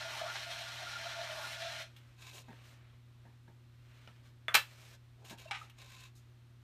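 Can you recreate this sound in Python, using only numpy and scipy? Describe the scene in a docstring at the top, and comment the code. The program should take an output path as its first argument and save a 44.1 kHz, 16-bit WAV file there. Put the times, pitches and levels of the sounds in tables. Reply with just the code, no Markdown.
"""A blade trims the foot of a clay vase on a potter's wheel: grit slips under the edge, which rasps,
rings and chatters, then lifts away. Sleeves rustle, something hard clacks as the potter reaches across,
the tool drops on the deck, wet fingers rub and squeak, and a few water drops splash at the end.
Friction is a stream of tiny random slips; impacts are cracks with decaying modes. The electric wheel
hums throughout, in a small curtained studio."""
import sys
import numpy as np
from scipy import signal
from scipy.fft import rfft, irfft
from scipy.io import wavfile

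SR = 44100
rng = np.random.default_rng(int(sys.argv[2]) if len(sys.argv) > 2 else 0)


def to_wav(s):
    """Save 16-bit WAV."""
    ch = np.atleast_2d(s).T  # columns
    pcm = np.round(np.clip(ch, -1, 1) * 32767)  # PCM
    wavfile.write(sys.argv[1], SR, pcm.astype(np.int16))


N = 292383
T = np.arange(N) / SR
# struck tool spectrum: (frequency [Hz], gain [dB])
TOOL_SPECTRUM = [(180, -40), (300, -29), (409, -50), (587, -24), (814, -1.5), (1110, -12), (1270, 1),
                 (1370, -6), (2360, -2.5), (3920, -12.5), (4620, -18), (5260, -16), (15000, -45.5)]


def blade_scrape():
    """Grit catches on the blade, which rings and chatters as it bites deeper or shallower."""
    # cut: (time [s], rasp level [dB], grit level [dB], bite level [dB])
    stroke = [(0.0, -44.5, -64, -54.5), (0.146, -47.5, -61.5, -53), (0.314, -46, -63, -49.5),
              (0.334, -45.5, -59, -56), (0.358, -44, -64, -50.5), (0.404, -46, -62.5, -58),
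              (0.774, -48, -64, -58.5), (1.23, -46, -65, -55), (1.47, -49, -59, -51.5),
              (1.51, -46.5, -60, -58), (1.656, -46, -65, -61), (1.754, -45.5, -62.5, -56.5),
              (1.82, -47.5, -63, -62)]
    # clay rasp: (frequency [Hz], gain [dB])
    clay_spectrum = [(180, -34), (300, -15), (490, -14), (577, 17), (680, 15.5), (763, -9), (1010, -29),
                     (1370, -11.5), (2000, -7.5), (4180, -7), (4620, -8.5), (5710, -7), (15000, -19)]
    # resonances of blade and pot, judder, deep bite: (frequency [Hz], width [Hz], gain [dB])
    blade_modes = [(1616, 20, 12), (1761, 30, 8.5), (2080, 64, 1), (2360, 32, -1), (2980, 110, 0),
                   (3940, 64, -13), (4130, 150, 7), (4850, 58, 2), (5450, 160, 5.5)]
    chatter_modes = [(620, 19, -9), (622, 28, -3), (671, 38, 5), (702.3, 25, -0.5)]
    bite_modes = [(890, 96, 0), (1120, 100, 0.5), (1200, 86, -9)]
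    # judder bursts: (centre [s], length [s], level [dB], pitch [Hz])
    chatters = [(0.038, 0.11, -48, 676), (0.231, 0.064, -37, 637), (0.265, 0.052, -46, 670),
                (0.506, 0.077, -47.5, 687), (0.604, 0.097, -49, 713), (0.824, 0.12, -48.5, 728),
                (1.083, .12, -46.5, 664), (1.216, 0.16, -42.5, 686), (1.31, 0.11, -47, 605),
                (1.403, 0.12, -48.5, 634), (1.645, .16, -49, 678), (1.796, 0.25, -51.5, 650)]
    # bursts at a higher blade resonance: (centre [s], level [dB])
    sings = [(0.02, -50.5), (0.296, -44), (0.88, -48.5), (0.96, -43), (1.065, -51), (1.14, -52),
             (1.455, -51)]

    slips = grains(per_s=6000, spread_db=-0.5, clump_db=0.24, clump_hz=85.6)
    rasp = colour(slips, clay_spectrum)
    # contact wanders along the edge, shifting the bright patches
    patches = sum(resonate(rasp, hz * (1 + 0.04 * drift(9)), width_hz=320) * amp(2.8 * drift(20))
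                  for hz in (1900, 2500, 3200, 3900))
    ring = band(ringing(slips, blade_modes), 1630, 6100)
    body = unit(unit(band(rasp, 1410, 5540)) + amp(-3) * unit(band(patches, 890, 5500)) + amp(-6) * ring)
    grit = unit(band(rasp, 8800, 24000))

    catches = grains(per_s=900, spread_db=2.5, clump_db=1, clump_hz=50)
    centres_s, _, _, pitches_hz = np.transpose(chatters)
    judder = resonate(catches, np.interp(T, centres_s, pitches_hz), width_hz=53)
    chatter = unit(band(ringing(judder, chatter_modes), 500, 706))
    chatter *= bursts([row[:3] for row in chatters], idle_db=-58.5)

    sing_hz = 1397 * (1 + 0.0073 * drift(7.9))
    sing_width_hz, sing_length_s = 84, 0.1
    sing = unit(resonate(resonate(slips, sing_hz, sing_width_hz), sing_hz, sing_width_hz))
    sing *= bursts([(centre_s, sing_length_s, db) for centre_s, db in sings], idle_db=-55.5)

    bite = ringing(slips, bite_modes) + amp(-4) * unit(band(slips, 690, 1300))
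    thrum = unit(band(catches, 285, 480))
    deep_bite = unit(band(bite, 730, 1920)) + amp(-19) * thrum

    times_s, *levels_db = np.transpose(stroke)
    body_gain, grit_gain, bite_gain = [amp(np.interp(T, times_s, db)) for db in levels_db]
    cutting = body_gain * body + grit_gain * grit + bite_gain * deep_bite
    lumps = amp(0.88 * drift(14))  # uneven clay
    lift_s, lift_db_per_s = 1.814, 260
    contact = amp(-lift_db_per_s * np.maximum(T - lift_s, 0))
    return contact * (lumps * cutting + chatter + sing)


def knock_and_clack():
    """A light knock, then a hard object clacks in a quick run of blows."""
    # blows: (time [s], level [dB], t60 [s])
    knocks = [(4.4828, -4.5, 0.22)]
    clacks = [(4.5412, -13.5, 0.045), (4.5442, 4.5, 0.08), (4.5512, 9, 0.13), (4.569, -4.5, 0.24)]
    # spectra: (frequency [Hz], gain [dB])
    knock_spectrum = [(120, -72), (200, -41), (696, -6), (804, -20), (1240, -0.5), (1850, -5.5),
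                      (3010, -16.5), (3470, -16.5), (3800, -28.5), (13500, -39.5), (15000, -66)]
    clack_spectrum = [(100, -36), (300, -19), (560, -7.5), (850, -1.5), (1150, 1.5), (1500, 0.5),
                      (2400, 2.5), (4100, -1.5), (4700, -2.5), (6200, -9), (9000, -12.5), (11300, -16.5),
                      (13300, -9.5), (15000, -14)]
    # modes: (frequency [Hz], gain [dB], t60 [s])
    knock_modes = [(3450, 0, .085), (1265, -3, .025), (1577, -12, .06), (1836, -12, .07), (2137, -11, .07)]
    clack_modes = [(860, -3.5, 0.14), (1090, -9, 0.063), (1300, -4, 0.12), (1520, 0.5, 0.14),
                   (1740, -0.5, 0.15), (2150, -6.5, .09), (2390, 4, 0.097), (2660, 1.5, 0.18),
                   (2770, -1.5, 0.071), (3250, -10, 0.16), (3600, -7.5, .1), (3970, -0.5, 0.13),
                   (4260, -3, 0.11), (5160, -8.5, 0.073)]
    knock = strikes(knocks, knock_spectrum, knock_modes, crack_db=0, modes_db=-0.5, crack_s=0.00083)
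    clack = strikes(clacks, clack_spectrum, clack_modes, crack_db=-4, modes_db=-4, crack_s=0.0022)
    return knock + clack


def tool_drop():
    """The tool lands on the deck and rattles."""
    # bounces: (time [s], level [dB], t60 [s])
    bounces = [(5.5102, -11, 0.044), (5.5152, -11, 0.069), (5.531, -15, 0.18), (5.542, -18, 0.25),
               (5.549, -15, 0.12), (5.560, -19, 0.14), (5.573, -21.5, 0.55)]
    # tool on deck: (frequency [Hz], gain [dB], t60 [s])
    modes = [(795, 5, 0.092), (1314, -3, 0.083), (1533, 9, 0.069), (1810, -6, .07), (2310, 11.5, 0.047),
             (4000, -1, .07), (3970, -9, 0.062)]
    return strikes(bounces, TOOL_SPECTRUM, modes, crack_db=-11, modes_db=-3.5, crack_s=0.0038)


def pan_bumps():
    """Dull bumps ring the low modes of the splash pan."""
    # bumps: (time [s], level [dB], t60 [s])
    bumps = [(2.484, -22, 0.16), (2.503, -26.5, 0.092), (2.529, -29.5, 0.08), (3.253, -29, 0.29),
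             (3.479, -30.5, 0.17), (4.076, -30.5, .12), (5.308, -21, 0.22), (5.326, -23.5, 0.086)]
    # pan spectrum: (frequency [Hz], gain [dB])
    spectrum = [(100, -26), (220, 4.5), (450, -6), (700, -6), (880, -1.5), (1200, -22), (1700, -7),
                (3000, -32), (12000, -39)]
    # pan modes: (frequency [Hz], gain [dB], t60 [s])
    modes = [(171, 11, 0.099), (256, -1, 0.069), (604, -4.5, 0.14), (918, 2.5, 0.23), (1640, 3.5, 0.063)]
    return strikes(bumps, spectrum, modes, crack_db=-22, modes_db=-2.5, crack_s=0.002)


def crumb_ticks():
    """Crumbs and other small, bright impacts."""
    # ticks: (time [s], level [dB], t60 [s])
    ticks = [(1.964, -29.5, 0.13), (2.332, -32, .08), (2.358, -30, 0.084), (2.381, -26, 0.067),
             (5.249, -29.5, 0.11), (5.297, -24, 0.078), (5.308, -37, 0.043), (5.384, -28.5, 0.21),
             (5.598, -39, 0.36), (5.698, -31.5, 0.07)]
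    # tick spectrum: (frequency [Hz], gain [dB])
    spectrum = [(500, -8), (1500, -1.5), (3000, 6.5), (4800, -2), (7000, -9), (10000, -10.5), (14000, -7)]
    # tick modes: (frequency [Hz], gain [dB], t60 [s])
    modes = [(2280, -12, 0.057), (2820, 1, 0.13), (3264, 6, 0.044), (6560, -8, 0.05)]
    return strikes(ticks, spectrum, modes, crack_db=-12, modes_db=-4, crack_s=0.0029)


def tool_tap():
    """The tool taps in the hand as the arm swings out."""
    # tap: (time [s], level [dB], t60 [s])
    taps = [(4.075, -28, 0.082)]
    # held tool: (frequency [Hz], gain [dB], t60 [s])
    modes = [(617, -2, .08), (1325, 1, 0.11), (2940, 0, 0.05)]
    return strikes(taps, TOOL_SPECTRUM, modes, crack_db=-2, modes_db=2, crack_s=0.0017)


def cloth_rustle():
    """Sleeves and apron slide in dense, soft slips."""
    # movements: (start [s], rise [s], hold [s], fall [s], body level [dB], fizz level [dB])
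    rubs = [(1.87, .04, 0.18, 0.15, -69.5, -76), (2.49, 0.042, 0.035, 0.15, -64, -72),
            (2.57, 0.11, .01, 0.13, -63, -64.5), (2.72, 0.08, .03, .25, -69.5, -94),
            (3.68, 0.31, 0.056, 0.26, -66.5, -73.5), (4.22, 0.033, .01, .08, -68, -70),
            (4.63, 0.043, 0.088, 0.089, -64, -64), (4.74, 0.076, 0.13, 0.031, -62, -61.5)]
    # cloth spectrum: (frequency [Hz], gain [dB])
    spectrum = [(240, -40), (400, -6), (602, -1), (828, -6), (1210, -2), (2320, -1.5), (2870, -3),
                (10900, -27), (13700, -25), (15000, -24)]
    cloth = colour(grains(per_s=12000, spread_db=3, clump_db=1, clump_hz=61.2), spectrum)
    body = amp(-2) * unit(band(cloth, 340, 4500))
    fizz = amp(-3.5) * unit(band(cloth, 4800, 16000))
    return swell_layers(rubs, [body, fizz])


def wiping_and_splash():
    """Fingers and tool wipe clay, deck and bucket; at the end, a tiny bright splash of water drops."""
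    # wiping strokes, last row the splash:
    # (start [s], rise [s], hold [s], body level [dB], fizz level [dB], low level [dB])
    events = [(2.149, 0.098, 0.036, -54, -63, -66.5), (2.292, 0.063, 0.019, -56.5, -58.5, -57),
              (2.411, 0.047, 0.031, -66.5, -80, -71), (5.16, 0.052, 0.031, -74, -86, -60.5),
              (5.239, 0.017, .02, -59, -63, -64), (5.288, 0.011, .005, -54.5, -60.5, -59),
              (5.371, .01, 0.026, -58, -66, -62), (5.435, 0.02, 0.011, -58.5, -72, -71),
              (5.574, .02, .035, -62, -68, -65.5), (5.759, 0.042, 0.029, -55.5, -66.5, -64),
              (5.859, 0.033, 0.15, -56, -66, -71.5), (6.15, .004, 0.0086, -76.5, -68, -83)]
    # grain spectrum: (frequency [Hz], gain [dB])
    spectrum = [(240, -24), (400, 4), (432, -17), (542, -11), (1020, -5), (1310, -2.5), (1570, -13.5),
                (1880, -3), (3830, -3), (15000, -18)]
    # hollow resonances: (frequency [Hz], width [Hz], gain [dB])
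    modes = [(1040, 44, 0.5), (1580, 160, 1.5), (2300, 71, -4.5), (2590, 150, 3.5), (3740, 280, -0.5),
             (6800, 460, -10)]
    grain = grains(per_s=10000, spread_db=1, clump_db=2, clump_hz=70)
    hollow = unit(colour(grain, spectrum)) + band(ringing(grain, modes), 620, 9200)
    body = amp(-4) * unit(band(hollow, 790, 4650))
    fizz = amp(1) * unit(band(hollow, 5900, 22000))
    low = amp(-5.5) * unit(band(grain, 325, 790))
    fall_s = 0.075
    return swell_layers([(*row[:3], fall_s, *row[3:]) for row in events], [body, fizz, low])


def squeaks():
    """Wet fingers and tool stick and slip in brief tones."""
    # squeaks: (time [s], level [dB], pitch [Hz], length [s])
    tones = [(5.455, -46.5, 641, 0.016), (5.47, -54, 2710, 0.025), (5.5, -51, 900, 0.012),
             (5.613, -42.5, 1256, .011)]
    out = np.zeros(N)
    for start_s, db, hz, length_s in tones:
        t = np.arange(0, length_s, 1 / SR)
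        add(out, start_s, amp(db) * np.sin(np.pi * t / length_s) * np.sin(2 * np.pi * hz * t))
    return out


def motor_hum():
    """Steady motor and mains tones with slight phase wander."""
    # partials: (frequency [Hz], rms level [dB])
    partials = [(59.7, -74.5), (83.6, -70), (119.9, -57.5), (240, -77), (359.8, -82)]
    return sum(amp(db) * np.sqrt(2) * np.sin(2 * np.pi * (hz * T + rng.random()) + 0.02 * drift(3))
               for hz, db in partials)


def room_air():
    """Faint, bass-heavy room noise with a slight level flicker."""
    # air spectrum: (frequency [Hz], gain [dB])
    spectrum = [(15, -32.5), (28, -7.5), (48, 9.5), (75, 0.5), (130, 7), (180, -3), (270, -2.5),
                (360, -4.5), (430, -11), (560, -9.5), (750, -13), (1200, -11), (2200, -14), (4000, -16),
                (5000, -19), (7000, -25), (10000, -29), (15000, -29)]
    air = colour(rng.standard_normal(N), spectrum)
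    in_band_db = -71.5 + 0.3 * drift(7.8)
    return amp(in_band_db) * air / np.std(band(air, 260, 15000))


def room(x, t60_s, wet_db):
    """Adds short scattered reflections, soon absorbed by the curtains."""
    t = np.arange(SR // 2) / SR
    reflections = rng.standard_normal(len(t)) * (rng.random(len(t)) < 0.08) * (t > 0.004)
    response = band(reflections * decay(t, t60_s), 170, 5900)
    return x + amp(wet_db) * signal.oaconvolve(x, response / np.linalg.norm(response))[:N]


def strikes(blows, spectrum, modes, crack_db, modes_db, crack_s):
    """Each blow: short crack, dense decaying ring, clear modes. Its level sets its total energy."""
    t, out = np.arange(SR // 2) / SR, np.zeros(N)
    for start_s, db, t60_s in blows:
        crack = unit(colour(rng.standard_normal(len(t)) * np.exp(-t / crack_s), spectrum))
        ring = unit(colour(rng.standard_normal(len(t)) * decay(t, t60_s), spectrum))
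        tones = sum(amp(mode_db) * rng.choice([-1, 1]) * np.sin(2 * np.pi * hz * t) * decay(t, mode_t60_s)
                    for hz, mode_db, mode_t60_s in modes)
        blow = amp(crack_db) * crack + ring + amp(modes_db) * unit(tones)
        add(out, start_s, amp(db) * blow / np.linalg.norm(blow))
    return out


def grains(per_s, spread_db, clump_db, clump_hz):
    """Tiny impulses of uneven size, in clumps; rms 1."""
    sizes = amp(spread_db * np.minimum(rng.exponential(1, N), 4)) * rng.choice([-1, 1], N)
    onsets = rng.random(N) < per_s / SR
    return unit(sizes * onsets * amp(clump_db * drift(clump_hz)))


def swell_layers(events, layers):
    """Each event swells once, with its own level per layer; overlaps add in power."""
    power = np.zeros((len(layers), N))
    for start_s, rise_s, hold_s, fall_s, *levels_db in events:
        power += np.outer(amp(levels_db), swell(start_s, rise_s, hold_s, fall_s)) ** 2
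    return np.sum(np.sqrt(power) * layers, axis=0)


def bursts(rows, idle_db):
    """Gain of a vibration that idles between flares."""
    power = sum((amp(db) * swell(centre_s - length_s / 2, length_s / 2, 0, length_s / 2)) ** 2
                for centre_s, length_s, db in rows)
    return np.sqrt(amp(idle_db) ** 2 + power)


def swell(start_s, rise_s, hold_s, fall_s):
    """Smooth envelope, peak 1."""
    corners_s = start_s + np.cumsum([0, rise_s, hold_s, fall_s])
    return np.sin(np.pi / 2 * np.interp(T, corners_s, [0, 1, 1, 0])) ** 2


def ringing(x, modes):
    """A body's fixed resonances, driven by x; rms 1."""
    return unit(sum(amp(db) * unit(resonate(x, hz, width_hz)) for hz, width_hz, db in modes))


def resonate(x, hz, width_hz):
    """One resonance at a fixed or moving pitch."""
    carrier = np.exp(2j * np.pi * np.cumsum(hz * np.ones(len(x))) / SR)
    pole = np.exp(-np.pi * width_hz / SR)
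    return 2 * (carrier * signal.lfilter([1 - pole], [1, -pole], x / carrier + 1e-18)).real


def drift(rate_hz):
    """Random wander below rate_hz; rms 1."""
    hz = np.fft.rfftfreq(N, 1 / SR)
    return unit(irfft(rfft(rng.standard_normal(N)) * (hz < rate_hz) * (hz > rate_hz / 10), N))


def colour(x, spectrum, size=4096):
    """Minimum-phase filter through (frequency [Hz], gain [dB]) points."""
    hz, db = np.transpose(spectrum)
    bins_hz = abs(np.fft.fftfreq(size, 1 / SR)) + 1
    log_gain = np.log(amp(np.interp(np.log(bins_hz), np.log(hz), db)))
    taps = np.fft.ifft(np.exp(np.conj(signal.hilbert(log_gain)))).real[:size // 2]
    return signal.oaconvolve(x, taps)[:len(x)]


def band(x, lo_hz, hi_hz):
    sos = signal.butter(3, [lo_hz, min(hi_hz, SR / 2 - 1)], "band", fs=SR, output="sos")
    return signal.sosfilt(sos, x)


def decay(t, t60_s):
    return np.exp(-np.log(1000) * t / t60_s)


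def amp(db):
    return 10 ** (np.asarray(db) / 20)


def unit(x):
    return x / np.sqrt(np.mean(x ** 2) + 1e-20)


def add(mix, start_s, sound):
    part = mix[round(start_s * SR):][:len(sound)]
    part += sound[:len(part)]


def scene():
    """The potter's work in the studio, over hum and air; mono."""
    impacts = knock_and_clack() + tool_drop() + pan_bumps() + crumb_ticks() + tool_tap()
    textures = blade_scrape() + cloth_rustle() + wiping_and_splash() + squeaks()
    work = room(textures, t60_s=0.13, wet_db=-13.5) + room(impacts, t60_s=0.15, wet_db=-22)
    return (work + motor_hum() + room_air())[None]


def record(dry):
    """A small microphone colours the treble; a low-pass limits the band."""
    # microphone response: (frequency [Hz], gain [dB])
    response = [(20, -2), (4300, 0), (4590, -4), (4850, -2), (9000, 1), (11000, -2), (12800, 1),
                (15000, -3)]
    cutoff_hz = 14950
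    low_pass = signal.firwin(511, cutoff_hz, window=("kaiser", 8), fs=SR)
    return signal.oaconvolve(colour(dry[0], response), low_pass, "same")[None]


dry = scene()
out = record(dry)
to_wav(out)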